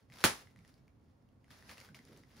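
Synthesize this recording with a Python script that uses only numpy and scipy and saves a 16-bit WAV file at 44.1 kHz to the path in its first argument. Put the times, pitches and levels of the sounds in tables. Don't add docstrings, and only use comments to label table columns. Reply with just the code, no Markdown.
import sys
import numpy as np
from scipy import signal
from scipy.io import wavfile
from scipy.ndimage import uniform_filter1d

SR = 44100
rng = np.random.default_rng(int(sys.argv[2]) if len(sys.argv) > 2 else 0)


def to_wav(s):
    ch = np.atleast_2d(s).T
    pcm = np.round(np.clip(ch, -1, 1) * 32767)
    wavfile.write(sys.argv[1], SR, pcm.astype(np.int16))


N = 105840
TIME = np.arange(N) / SR

# frequency in Hz, relative level in dB per Hz.
FILM_COLOUR = [(240, -34), (400, -4), (2320, -3.5), (2710, -10.5), (5350, -6), (8370, -23), (9920, -14),
               (12100, -21), (14400, -12.5), (16000, -29.5)]


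def amp(db):
    return 10 ** (np.asarray(db) / 20)


def unit_rms(x):
    return x / np.sqrt(np.mean(x ** 2) + 1e-20)


def at_hz(points, hz):
    freqs, values = np.transpose(points)
    return np.interp(np.log(hz), np.log(freqs), values)


def pan(db):
    return amp([[db / 2], [-db / 2]])


def cut(x, hz, kind, order=2):
    sos = signal.butter(order, np.clip(hz, 10, .45 * SR), kind, fs=SR, output="sos")
    return signal.sosfilt(sos, x + 1e-18)


def delay(x, s):
    out = np.zeros(x.shape[:-1] + (N,))
    start = int(np.clip(round(s * SR), 0, N - 1))
    out[..., start:start + x.shape[-1]] = x[..., :N - start]
    return out


def ring(hz, t60, t=TIME):
    return np.sin(2 * np.pi * hz * t) * amp(-60 * np.minimum(t / t60, 5))


def diffuse(spectrum, envelope=lambda hz: 1):
    # frequency in Hz, correlation from 0 to 1.
    likeness = [(60, 1), (200, 0.8), (400, .55), (800, .22), (1400, .12), (2800, 0.1), (7000, .08),
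                (15000, 0)]
    out, power = 0, 0
    edges = 22 * 2 ** (np.arange(30) / 3)
    white = rng.standard_normal((2, 2, N))
    for k, (low, high) in enumerate(zip(edges, edges[1:])):
        hz = np.sqrt(low * high)
        mid, side = cut(white[k % 2], [low, high], "band")
        alike, gain = at_hz(likeness, hz), amp(at_hz(spectrum, hz))
        band = gain * (np.sqrt(1 + alike) * mid + np.sqrt(1 - alike) * side * [[1], [-1]])
        out += band * envelope(hz)
        power += np.mean(band ** 2)
    return out / np.sqrt(power)


def room_rumble():
    # frequency in Hz, relative level in dB per Hz.
    colour = [(15, -43), (25, -10), (59, -5), (123, -1), (145, -16.5), (229, -4), (317, -14.5), (463, -16),
              (516, -21), (714, -21), (775, -23), (1070, -26.5), (2760, -40.5), (16000, -54.5)]
    return amp(-64.5) * diffuse(colour)


def kitchen(spectrum, build_s=.0022, beyond_t60_s=.45):
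    # frequency in Hz, seconds to fall 60 dB.
    decay = [(80, 0.45), (250, 0.27), (600, 0.18), (1500, 0.21), (4000, 0.17), (9000, .2), (15000, 0.15)]
    beyond = amp(-25 - 60 * TIME / beyond_t60_s)
    tail = diffuse(spectrum, lambda hz: amp(-60 * TIME / at_hz(decay, hz)) + beyond)
    return delay(tail * (1 - np.exp(-TIME / build_s)), s=.002)


def hand_nudges(band_ratio=1.454):
    # time of the peak in seconds, level in dB, band centre in Hz, half length in seconds.
    swells = [(0.117, -59.5, 99, 0.011), (0.597, -62.5, 135, 0.049), (0.8, -64, 110, 0.045),
              (1.519, -64, 128, 0.018), (1.7, -65, 186, 0.084), (1.932, -58.5, 143, 0.042),
              (2.005, -62.5, 228, 0.015), (2.135, -62, 310, 0.07), (2.171, -65.5, 130, 0.12),
              (2.403, -59.5, 190, 0.053)]
    out = 0
    for peak_s, db, hz, half_s in swells:
        swell = amp(db - 7.4 * np.minimum(((TIME - peak_s) / half_s) ** 2, 20))
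        rub = cut(rng.standard_normal(N), [hz / band_ratio, hz * band_ratio], "band")
        out += swell * unit_rms(rub)
    return out


def crinkle(buckles_per_s=1200, clump_s=.027, clump_db=3.5, spread_db=3.5, share=.31, ring_cycles=11):
    clumps = unit_rms(uniform_filter1d(rng.standard_normal(N), int(clump_s * SR) + 1))
    buckles = rng.random(N) < buckles_per_s / SR
    sizes = buckles * amp(clump_db * clumps + spread_db * np.minimum(rng.exponential(1, N), 3))
    out = 0
    for hz in np.geomspace(450, 15000, 24):
        strikes = sizes * (rng.random(N) < share) * rng.choice([-1, 1], N)
        grains = signal.fftconvolve(strikes, ring(hz, ring_cycles / hz, TIME[:SR // 20]))[:N]
        out += unit_rms(grains) * amp(at_hz(FILM_COLOUR, hz)) * np.sqrt(hz)
    return unit_rms(out)


def creases(tick_fade_s=.0012, tick_low_hz=1200, ring_cycles=23):
    # start in seconds, relative level in dB, pitch in Hz.
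    snaps = [(0.1002, -50, 2000), (0.122, -46, 2240), (0.1384, -48, 3760), (.1865, -43, 3500),
             (0.216, -48, 1929), (0.472, -50, 2044), (.561, -49.5, 1980), (0.59, -51.5, 2290),
             (.649, -52, 1870), (.678, -52, 4925), (0.741, -56, 4630), (0.88, -53.5, 2297),
             (1.289, -63.5, 2885), (1.444, -56.5, 2076), (1.481, -58.5, 1640), (1.5054, -47, 1693),
             (1.513, -48.5, 3300), (1.544, -58, 1990), (1.625, -46, 1830), (1.668, -64, 1620),
             (1.693, -39.5, 2340), (1.6953, -40.5, 1730), (1.7305, -46, 4740), (1.773, -43, 1990),
             (1.781, -40, 2650), (1.802, -40, 4500), (1.813, -41, 2190), (1.8887, -45.5, 1540),
             (1.9458, -40, 2300), (1.9491, -45.5, 3000), (1.9904, -43.5, 2040), (2.0516, -49.5, 5500),
             (2.075, -55, 3560), (2.164, -54, 3000), (2.175, -50, 6170), (2.236, -50.5, 2000)]
    out, t = 0, TIME[:SR // 20]
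    for start, db, hz in snaps:
        noise = rng.standard_normal(len(t)) * np.exp(-t / tick_fade_s)
        tick = cut(noise, [tick_low_hz, tick_low_hz + 1.4 * hz], "band", order=1)
        patch = ring(hz, ring_cycles / hz, t)
        out += amp(db) * delay(amp(-4) * tick + amp(-4.5) * patch, start)
    return out


def sheet():
    # time in seconds, relative level in dB.
    handling = [(0, -77.5), (.08, -86), (.11, -72.5), (.14, -60), (.175, -60), (.225, -50.5), (.31, -46),
                (.41, -59.5), (.47, -74), (.55, -81.5), (.6, -74), (.63, -74), (.69, -68.5), (.79, -83),
                (.9, -86), (1.4, -89.5), (1.498, -72.5), (1.508, -58.5), (1.63, -68), (1.70, -55),
                (1.755, -61.5), (1.81, -58.5), (1.9, -73.5), (1.942, -73.5), (1.949, -56.5), (2.03, -76),
                (2.08, -68), (2.17, -67.5), (2.27, -76.5), (2.4, -60)]
    effort = amp(np.interp(TIME, *np.transpose(handling)))
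    snaps = creases()
    rustle = amp(-3.5) * effort * crinkle()
    room = kitchen([(100, 0), (2000, .29), (15000, -1.1)])
    room /= np.sqrt(np.sum(room ** 2) / 2)
    send = amp(-2.5) * snaps + rustle
    reverb = signal.fftconvolve(send[None], room, axes=1)[:, :N]
    slide = amp(-3.5) * effort * cut(diffuse(FILM_COLOUR), 300, "high")
    return (snaps + rustle) * pan(db=1) + amp(-4.5) * reverb + slide


def thump(start_hz=543.7, end_hz=73, sag_s=.006, rise_s=.0039):
    hz = end_hz + (start_hz - end_hz) * np.exp(-TIME / sag_s)
    age = np.minimum(TIME / rise_s, 20)
    return amp(-26) * age * np.exp(1 - age) * np.sin(2 * np.pi * np.cumsum(hz) / SR)


def recoil():
    # frequency in Hz, level in dB, seconds to fall 60 dB.
    modes = [(100.54, -40.5, 0.24), (232.3, -29.5, .14), (365, -27.5, 0.062), (528, -31.5, .1),
             (869, -33, 0.16)]
    return thump() + sum(amp(db) * ring(hz, t60) for hz, db, t60 in modes)


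def cavity_ring():
    # frequency in Hz, relative level in dB, seconds to fall 60 dB.
    modes = [(1390, -6.5, 0.005), (2830, -17, 0.0078), (4389, -14.5, 0.0033)]
    hollow = -sum(amp(db) * ring(hz, t60) * (-1) ** k for k, (hz, db, t60) in enumerate(modes))
    return cut(hollow, 640, "high", order=1)


def film_rip(start, fade_s=.0013):
    noise = cut(rng.standard_normal((2, N)), 3000, "high")
    return amp(-17.5) * delay(noise * np.exp(-np.minimum(TIME / fade_s, 20)), start)


def pressure_spike():
    pulse = cut(2 * (TIME == 0), 4500, "low", order=1)
    return amp(-5.5) * cut(pulse, 640, "high", order=1)


def bubble_pop(start):
    # delay in seconds, level in dB, left over right in dB,
    # extra level of the rip in dB.
    reflections = [(.0034, -6.5, 8.5, 5.5), (.0041, -16, -1.5, 3), (.0051, -16.5, -3.5, 9),
                   (.0066, -15.5, -2.5, 7.5), (.0100, -12.5, 7.5, 0), (.0111, -13.5, 7, -1.5),
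                   (0.0133, -9, 3.5, 3.5), (.0177, -16, -6.5, 0), (.0248, -19, -1.5, 4)]
    # frequency in Hz, relative level in dB per Hz.
    tail_colour = [(35, -40), (60, -12.5), (607, -4), (968, -2.5), (1550, -3), (1780, -5), (2090, -4.5),
                   (7230, -9.5), (8510, -14), (10000, -11.5), (12100, -21), (13600, -14), (16000, -21)]
    rip_start = start - .00036
    spike = delay(pressure_spike(), start)
    hollow = delay(cavity_ring(), start + .0001)
    rebound = delay(recoil(), start + .003)
    echoes = 0
    for lag, db, side_db, rip_db in reflections:
        burst = spike + amp(rip_db) * film_rip(rip_start) + .27 * hollow
        echoes += amp(db) * pan(side_db) * delay(burst, lag)
    direct = film_rip(rip_start) + spike * pan(db=1.5) + (hollow + rebound) * pan(db=-4)
    tail = cut(kitchen(tail_colour), 190, "high", order=1)
    return direct + echoes + amp(-20) * delay(tail, start)


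def scene():
    return bubble_pop(start=.2403) + sheet() + (hand_nudges() + room_rumble()) * pan(db=-1.5)


def record(dry, cutoff_hz=15700):
    # centre in Hz, gain in dB, width in Hz.
    ripples = [(8350, -7.5, 1300), (9750, 4, 1800), (12100, -22, 1200), (14050, 4, 530)]
    dry = cut(dry, hz=39.08, kind="high", order=3)
    for hz, db, width in ripples:
        band = signal.lfilter(*signal.iirpeak(hz, hz / width, fs=SR), dry)
        dry = dry + (amp(db) - 1) * band
    return signal.sosfilt(signal.ellip(10, .2, 80, cutoff_hz, fs=SR, output="sos"), dry)


dry = scene()
out = record(dry)
to_wav(out)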